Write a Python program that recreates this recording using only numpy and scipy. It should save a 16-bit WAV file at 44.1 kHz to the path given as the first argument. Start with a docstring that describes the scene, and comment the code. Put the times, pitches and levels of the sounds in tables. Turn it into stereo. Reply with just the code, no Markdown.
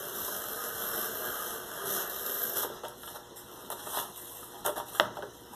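"""Utility knife cutting cardboard

One long cut through a corrugated sheet on a desk: random fibre snaps drive sheet rasp, hiss and blade ring.
The knife drops off the edge; a hand slides over the sheet (shaped grain), picks it up, turns it and lays
it down with a sharp tap (push, tick, decaying modes, crunch; the desk booms as filtered noise).
Small room with changing noise tails, fan of air noise and hum sines, phone with a widened stereo image."""
import sys
import numpy as np
from scipy import signal
from scipy.fft import rfft, irfft
from scipy.io import wavfile
from scipy.ndimage import uniform_filter1d, map_coordinates

SR = 44100
rng = np.random.default_rng(int(sys.argv[2]) if len(sys.argv) > 2 else 0)


def inscribe(sig):
    """Save sig as 16-bit PCM at rate SR to the path in sys.argv[1].

    A 1-D sig is mono; a 2-D sig holds one channel per row.
    Samples are clipped to [-1, 1] before scaling.
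    """
    pcm = np.round(np.clip(np.atleast_2d(sig).T, -1, 1) * 32767)
    wavfile.write(sys.argv[1], SR, pcm.astype(np.int16))


N = 244755

# modes of the free sheet: (frequency [Hz], relative level [dB], t60 [s])
SHEET_MODES = [(139.5, -24, 0.41), (224, -14.5, 0.24), (302, -33, 0.14), (371.7, -7, 0.16),
               (414, -8.5, 0.18), (469, -14, 0.14), (490, -12, 0.097), (601.7, 3.5, 0.1),
               (694, -2.5, 0.062), (828, -2.5, 0.077), (935, -5.5, 0.16), (1014, -5.5, 0.051),
               (1222, -1.5, 0.046), (1360, -12, 0.24), (1700, -19, 0.19)]
# colour of sliding hiss and dry ticks: (frequency [Hz], relative level [dB])
SWISH_COLOUR = [(600, -39), (2000, 24), (3500, 13), (5500, 11), (7500, 18.5), (10000, 20.5), (12300, 24.5),
                (13800, 20), (14500, 2.5)]


def amp(db):
    """Decibels to gain."""
    return 10 ** (np.asarray(db) / 20)


def unit(x):
    """x at rms 1."""
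    return x / np.sqrt(np.mean(x ** 2) + 1e-20)


def along(points, hz):
    """(Hz, value) points read on a log frequency axis."""
    f, v = np.transpose(points)
    return np.interp(np.log(hz + 1), np.log(f), v)


def fade(t, t60):
    """Exponential decay, 60 dB in t60 seconds."""
    return np.exp(-np.log(1000) * t / t60)


def bell(hz, centre, width):
    """Resonance curve: 1 at its centre, 1/2 at the edges of its width."""
    return 1 / (1 + (2 * (hz - centre) / width) ** 2)


def wobble(rate):
    """Smooth random curve, rate knots a second."""
    knots = rng.standard_normal(int(N * rate / SR) + 4)
    return map_coordinates(knots, [np.arange(N) * rate / SR])


def shaped(x, gain):
    """x through the causal, minimum-phase filter with this gain over frequency."""
    size = 4096
    log_gain = np.log(np.maximum(gain(np.fft.rfftfreq(size, 1 / SR)), 1e-6))
    cepstrum = irfft(log_gain)
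    # fold the cepstrum onto positive time: minimum phase
    cepstrum[1:size // 2] *= 2
    cepstrum[size // 2 + 1:] = 0
    impulse = irfft(np.exp(rfft(cepstrum)))
    return signal.fftconvolve(x, impulse[None], axes=1)[:, :x.shape[1]]


def coloured(x, spectrum):
    """x with the colour of (Hz, dB) points."""
    return shaped(x, lambda hz: amp(along(spectrum, hz)))


def patchy(x, depth_db):
    """Narrow bands flare and fade for a few hundredths of a second, alike on both paths."""
    z = signal.stft(x, nperseg=512)[2]
    field = rng.standard_normal(z.shape[1:])
    field = uniform_filter1d(field, size=4, axis=0)  # over frequency
    field = uniform_filter1d(field, size=7, axis=1)  # over time
    return signal.istft(z * amp(depth_db * unit(field)), nperseg=512)[1][:, :N]


def add(track, s, sound):
    """Mixes a sound into a track at time s."""
    part = track[:, round(s * SR):][:, :sound.shape[1]]
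    part += sound[:, :part.shape[1]]


def fan():
    """Steady air noise with hum lines of fan and mains that waver in level and phase."""
    # hum lines: (frequency [Hz], rms level before wavering [dB])
    hum_lines = [(63, -60.5), (120, -63), (208, -69.5), (360, -60.5), (479, -61.5), (955, -65.5)]
    # air colour: (frequency [Hz], relative level [dB])
    air_colour = [(25, 1.5), (65, -1.5), (130, -6.5), (250, -4.5), (400, -6), (700, -10.5), (1000, -11.5),
                  (1600, -13.5), (3000, -15.5), (6000, -18.5), (9000, -23.5), (12300, -21.5),
                  (14500, -29.5)]
    air_db, hum_waver_db, phase_waver_rad = -49, 2.2, 1.27
    t = np.arange(N) / SR
    hum = 0
    for hz, db in hum_lines:
        level = amp(db + hum_waver_db * wobble(5.67)) * np.sqrt(2)
        phase = phase_waver_rad * np.array([wobble(7), wobble(7)])
        hum = hum + level * np.sin(2 * np.pi * hz * t + phase)
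    air = patchy(rng.standard_normal((2, N)), depth_db=3)
    return hum + amp(air_db) * unit(coloured(air, air_colour))


def room(x):
    """Walls answer after 5 ms, treble dies first; moving arms and sheet keep changing the echo paths."""
    # reverberation: (frequency [Hz], t60 [s])
    reverb_t60 = [(150, 0.37), (600, 0.43), (3000, 0.32), (12000, 0.22)]
    delay_s = 0.005
    hz, t, z = signal.stft(rng.standard_normal((4, 2, SR // 2)), SR, nperseg=256)
    decay = fade(t, along(reverb_t60, hz)[:, None])
    tails = signal.istft(z * decay, SR, nperseg=256)[1]
    tails = tails / np.linalg.norm(tails[0, 0])
    tails = np.pad(tails, ((0, 0), (0, 0), (round(delay_s * SR), 0)))
    # drifting mix of four tails at constant total power
    shares = np.array([wobble(1.957) for _ in tails])
    shares /= np.linalg.norm(shares, axis=0)
    echoes = signal.fftconvolve(x[None], tails, axes=2)[..., :N]
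    return (shares[:, None] * echoes).sum(0)


def thump():
    """Desk booms briefly: low noise that swells and decays."""
    # knife drops off, sheet is tipped, sheet lands: (time [s], level before the envelope [dB])
    desk_hits = [(2.835, -52), (3.965, -52), (4.9988, -40)]
    # boom colour: (frequency [Hz], relative level [dB])
    boom_colour = [(25, -21), (65, -8), (140, -3), (230, -9), (500, -13), (2000, -75)]
    t = np.arange(N) / SR
    boom = 0
    for s, db in desk_hits:
        since = np.maximum(t - s, 0)
        boom = boom + amp(db) * (1 - fade(since, 0.05)) * fade(since, 0.77)
    return boom * unit(coloured(rng.standard_normal((2, N)), boom_colour))


def snaps(rate):
    """Fibres breaking at random moments and sizes, each reaching the two sound paths differently."""
    breaks = rng.random(N) < rate / SR
    return unit(breaks * rng.standard_normal((2, N)))


def grain():
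    """Dense stream of fine fibres plus the crackle of coarser bundles."""
    bundles_per_s, bundle_db = 300, -6  # level against the fine grain
    return snaps(rate=14000) + amp(bundle_db) * snaps(rate=bundles_per_s)


def handling():
    """Skin and desk rub the sheet: smooth slides, and short scrapes that swell and die."""
    # slides: (peak time [s], half width at 1/e [s], sheet rasp [dB], hiss [dB])
    slides = [(2.73, 0.098, -47, -66), (3.06, 0.092, -54, -47), (3.6, 0.15, -51, -54),
              (3.805, 0.035, -42.5, -55), (3.94, 0.11, -42.5, -39), (3.976, 0.041, -33.5, -35),
              (4.32, 0.23, -53.5, -46), (4.57, 0.061, -49, -56.5), (4.89, 0.026, -51, -45),
              (4.965, 0.051, -43.5, -41.5), (5.55, .05, -53.5, -51.5)]
    # scrapes: (time [s], t60 [s], sheet rasp [dB], hiss [dB])
    scuffs = [(2.832, 0.2, -41, -67), (3.067, 0.38, -47, -53), (3.142, 0.071, -42.5, -47),
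              (3.358, 0.31, -55, -43.5), (3.707, 0.09, -41.5, -37), (3.853, 0.088, -51, -52),
              (4.158, 0.69, -52.5, -42.5), (4.643, 0.14, -34.5, -35.5), (4.756, 0.13, -35, -39),
              (5.152, 0.052, -44, -54), (5.32, 1, -64, -56)]
    # colour of the rubbed sheet: (frequency [Hz], relative level [dB])
    rub_colour = [(50, -55), (150, -16), (300, 2.5), (450, -1.5), (620, 1), (800, 5), (1000, 5), (1300, 2),
                  (1900, 2.5), (3000, -3), (5000, -2.5), (9000, -10.5)]
    scuff_rise_s, rub_flutter_db = 0.02, 1.3
    t = np.arange(N) / SR
    strokes = []
    for s, width_s, rasp_db, hiss_db in slides:
        strokes.append((np.exp(-((t - s) / width_s) ** 2), rasp_db, hiss_db))
    for s, t60, rasp_db, hiss_db in scuffs:
        rise = np.sqrt(np.clip((t - s) / scuff_rise_s, 0, 1))
        decay = fade(np.maximum(t - s - scuff_rise_s, 0), t60)
        strokes.append((rise * decay, rasp_db, hiss_db))
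    # overlapping strokes add in power
    rasp = np.sqrt(sum((amp(db) * stroke) ** 2 for stroke, db, _ in strokes))
    hiss = np.sqrt(sum((amp(db) * stroke) ** 2 for stroke, _, db in strokes))
    fibres = patchy(grain() * amp(rub_flutter_db * wobble(80)), depth_db=3.5)
    lift_db, width_hz = 8, 40  # rubbing also stirs the sheet modes; lift scales with mode level

    def mode_gain(hz):
        return amp(lift_db * sum(amp(db / 2) * bell(hz, f, width_hz) for f, db, _ in SHEET_MODES))

    sheet = unit(coloured(shaped(fibres, mode_gain), rub_colour))
    return rasp * sheet + hiss * unit(coloured(fibres, SWISH_COLOUR))


def levelled(x):
    """x with each path at rms 1 over its first 25 ms."""
    start = x[:, :np.count_nonzero(np.arange(x.shape[1]) / SR < .025)]
    return x / np.sqrt(np.mean(start ** 2, axis=1, keepdims=True))


def knocks():
    """Contact: sharp push, dry tick, brief sheet ring, crunch of the flexing liner; click: tick alone."""
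    # contacts of knife, fingers and sheet, levels relative: (time [s], sheet ring [dB], sharp push [dB],
    # brightness of the ring [dB per octave], frequency the contact point favours [Hz])
    contacts = [(0.281, -42, -42, -0.5, 1010), (2.630, -38, -52, 5, 1110), (2.646, -35.5, -41, 0, 436),
                (2.700, -41.5, -48, -9.5, 450), (2.835, -38.5, -34, -2.5, 520), (2.8445, -48, -36, 7, 950),
                (2.852, -45.5, -26, 3, 705), (3.0325, -46.5, -33, 12.5, 1450),
                (3.076, -45.5, -32, 17, 3160), (3.158, -45, -47, 5, 1570), (3.7015, -40, -33, 3.5, 1060),
                (3.722, -41, -36, 0.5, 1222), (3.868, -40, -46, -0.5, 1222), (3.972, -34, -24, -1, 890),
                (3.987, -41.5, -21, 7, 1100), (4.428, -49.5, -52, 7.5, 1222), (4.649, -34.5, -41, 0.5, 920),
                (4.661, -35.5, -36, 3, 1000), (4.671, -36, -38, 0, 1400), (4.680, -33, -31, 1.5, 420),
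                (4.692, -35.5, -31, -0.5, 577), (4.769, -38, -40, -1, 650), (4.777, -38.5, -44, -2.5, 1000),
                (4.799, -38, -45, 3.5, 1030), (4.948, -45, -45, 9, 1222), (4.9987, -29.5, 1.8, 4.5, 1222),
                (5.006, -26.5, -25, -1, 550), (5.045, -39.5, -40, 0, 1390), (5.1694, -39.5, -40, 1.5, 800),
                (5.188, -39.5, -45, -5, 554), (5.2238, -41, -28.5, 2.5, 1550), (5.231, -38.5, -36, -5, 434)]
    # a hard edge or fingernail catches: (time [s], level [dB])
    clicks = [(0.248, -30), (2.883, -33), (3.033, -40.5), (3.702, -26), (4.16, -34), (4.6615, -15)]
    # colours of push and crunch: (frequency [Hz], relative level [dB])
    push_colour = [(60, -29), (300, -5), (700, 1.5), (1300, 1.5), (2000, 7), (3000, 1.5), (4200, -6.5),
                   (5500, -10.5), (8000, -47), (14000, -23)]
    crunch_colour = [(80, -38), (350, 4), (1400, -1), (3500, -13), (6500, -40.5)]
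    ring_attack_t60_s = 0.0043  # cardboard gives way before it rings
    tick_db, crunch_db = -10, -1.5  # against the ring
    tick_t60_s, crunch_t60_s = 0.016, 0.059
    favour_db, favour_octaves = 10.5, 0.29  # lift of the favoured modes and its width
    track, t = np.zeros((2, N)), np.arange(SR // 2) / SR
    push = coloured(np.array([t == 0], float), push_colour)
    push = push / np.abs(push).max() * [[1.3], [-.25]]  # mostly from straight ahead

    def burst(spectrum):
        return unit(coloured(rng.standard_normal((2, len(t))), spectrum))

    def tick():
        return burst(SWISH_COLOUR) * fade(t, tick_t60_s)

    hz, level_db, t60 = np.transpose(SHEET_MODES)[:, :, None]
    for s, ring_db, push_db, tilt_db, favoured_hz in contacts:
        def contact_db(f):
            favour = favour_db * bell(np.log2(f), np.log2(favoured_hz), favour_octaves)
            return favour + tilt_db * np.log2(f / favoured_hz)

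        strength = amp(level_db + contact_db(hz) + 2 * rng.standard_normal((2, len(SHEET_MODES), 1)))
        phase = 2 * np.pi * rng.random((2, len(SHEET_MODES), 1))
        bent_hz = hz * (1 + 0.0077 * rng.standard_normal(hz.shape))  # grip and bending shift the modes
        ring = (strength * np.sin(2 * np.pi * bent_hz * t + phase) * fade(t, t60)).sum(1)
        crunch = shaped(burst(crunch_colour), lambda f: amp(contact_db(np.clip(f, 150, 4000))))
        crunch = crunch * fade(t, crunch_t60_s)
        body = levelled(ring) + amp(crunch_db) * levelled(crunch)
        body = levelled(body * (1 - fade(t, ring_attack_t60_s)))
        add(track, s, amp(push_db) * push + amp(ring_db) * (body + amp(tick_db) * tick()))
    for s, db in clicks:
        add(track, s, amp(db) * tick())
    # contacts carry no deep bass
    return signal.sosfilt(signal.butter(2, 90, "highpass", fs=SR, output="sos"), track)


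def pressed(x):
    """The held sheet's resonances drift between slacker and tauter as the hand's pressure changes."""
    # resonances of the pressed sheet: (centre before shift [Hz], width [Hz], lift [dB])
    held_modes = [(216, 43, 7), (379, 50, 14), (421, 19, 6), (461, 32, 9), (620, 61, 2), (960, 18, 9),
                  (1202, 76, 11.5), (1336, 23, 8.5), (1443, 59, 3.5), (1575, 97, 6.5)]
    shift, shifts_per_s = 0.028, 7.7  # frequency fraction either way; random knots a second

    def state(ratio):
        return shaped(x, lambda hz: amp(sum(db * bell(hz, ratio * f, w) for f, w, db in held_modes)))

    taut = (1 + np.tanh(2 * wobble(shifts_per_s))) / 2
    return (1 - taut) * state(1 - shift) + taut * state(1 + shift)


def cut():
    """Snapping fibres shake the sheet, hiss and ring the thin blade; hiss and ring follow effort."""
    # pull of the blade through the sheet: (time [s], effort [dB])
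    effort_points = [(0.0, -43), (0.135, -43), (0.16, -39.5), (0.29, -38), (0.43, -42), (.66, -39.5),
                     (.71, -45), (.76, -40), (1.03, -37), (1.12, -41.5), (1.53, -39.5), (1.61, -48),
                     (1.84, -43), (1.91, -32.5), (2.02, -37.5), (2.085, -50), (2.1, -43.5), (2.44, -37),
                     (2.53, -43), (2.57, -33.5), (2.62, -36), (2.63, -30), (2.69, -80), (2.76, -71)]
    # shaking of the sheet under the blade: (time [s], level [dB])
    shaking = [(0.01, -42), (0.13, -45), (0.26, -41.5), (0.55, -43.5), (0.64, -40.5), (0.7, -43.5),
               (0.98, -38), (1.11, -41), (1.56, -40.5), (1.59, -47), (1.96, -37), (2.1, -43), (2.24, -43),
               (2.26, -40), (2.53, -44), (2.56, -39), (2.63, -37.5)]
    # blade breaks through tougher spots: (time [s], extra force [dB])
    snags = [(0.247, 4), (2.011, 1), (2.097, 5), (2.263, 6)]
    # colours of sheet and tearing: (frequency [Hz], relative level [dB])
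    rasp_colour = [(40, -32), (130, -7), (290, -6.5), (390, -4.5), (650, 2.1), (830, -4.5), (1080, -7.5),
                   (1300, -3), (1700, -1), (2200, -8), (3200, -8), (6000, -54)]
    fibre_colour = [(500, -45), (2000, -14), (3200, -3), (4300, 7.5), (5800, 5), (7500, 7), (9000, 4.5),
                    (11000, 12.5), (13000, 13.5), (14300, -6)]
    cut_s, rasp_release_t60_s, snag_t60_s = 2.61, 0.25, 0.08
    usual_effort_db = -40
    hiss_base_db, hiss_growth = -38.5, 1  # level at usual effort; dB per dB of effort
    blade_base_db, blade_growth = -46.5, 0.74  # likewise, at mid-cut
    blade_rise_db_per_s, blade_flutter_db = 3.5, 4
    dull_s, dull_width_s, dull_depth_db = 1.69, 0.21, -37  # a stretch where the blade sings less
    catches_per_s, catch_db = 55, 1.3  # stick-slip: centre of a wandering rate; depth
    blade_hz, blade_width_hz = 12250, 1100

    t = np.arange(N) / SR
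    effort_db = np.interp(t, *np.transpose(effort_points), right=-200) - usual_effort_db
    release = fade(np.maximum(t - cut_s, 0), rasp_release_t60_s)
    rasp = amp(np.interp(t, *np.transpose(shaking))) * release
    hiss = amp(hiss_base_db + hiss_growth * effort_db)
    dull_db = dull_depth_db * np.exp(-((t - dull_s) / dull_width_s) ** 2)
    ring_db = blade_base_db + blade_growth * effort_db + blade_rise_db_per_s * (t - cut_s / 2)
    ring = amp(ring_db + dull_db + blade_flutter_db * wobble(90))
    snag = amp(sum(db * (t >= s) * fade(np.abs(t - s), snag_t60_s) for s, db in snags))

    catch_cycles = np.cumsum(catches_per_s * amp(2.01 * wobble(20))) / SR
    force = amp(catch_db * np.sin(2 * np.pi * catch_cycles))
    fibres = patchy(force * grain(), depth_db=2)
    sheet = unit(coloured(pressed(fibres), rasp_colour))
    tearing = unit(coloured(fibres, fibre_colour))
    blade = unit(shaped(fibres, lambda hz: bell(hz, blade_hz, blade_width_hz)))
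    return rasp * sheet + snag * (hiss * tearing + ring * blade)


def scene():
    """Two sound paths reach the phone: from the front and from the sides."""
    friction, contacts = cut() + handling(), knocks()
    # the cluttered room swallows most of the crack
    dull = coloured(contacts, [(1300, -11.0), (3000, -17.5), (9000, -3.5)])
    return friction + contacts + thump() + room(amp(-4.0) * friction + dull) + fan()


def record(dry):
    """The phone combs front and side sound into a wide stereo pair, caps peaks and cuts the top."""
    # image swings along frequency: (frequency [Hz], width [0 centre to 1 sides])
    image_width = [(25, .94), (120, .58), (400, .31), (800, .28), (1130, 0), (1800, .56), (2170, 1),
                   (2500, 1), (2850, .56), (3330, 0), (3530, 0), (4000, .42), (4480, .99), (4760, .99),
                   (5750, .12), (6900, .58), (10000, .47), (11200, .6), (12200, .33), (13400, .52)]
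    top_hz = 14450
    f, width = np.transpose(image_width)

    def angle(hz):
        return np.pi / 2 * np.clip(np.interp(hz, f, width), .004, .996)

    mid = shaped(dry[:1], lambda hz: np.cos(angle(hz)))[0]
    side = shaped(dry[1:], lambda hz: np.sin(angle(hz)))[0]
    pair = np.clip([mid + side, mid - side], -.9, .9)
    low_pass = signal.firwin(301, top_hz, fs=SR)
    return signal.fftconvolve(pair, low_pass[None], mode="same", axes=1)


dry = scene()
out = record(dry)
inscribe(out)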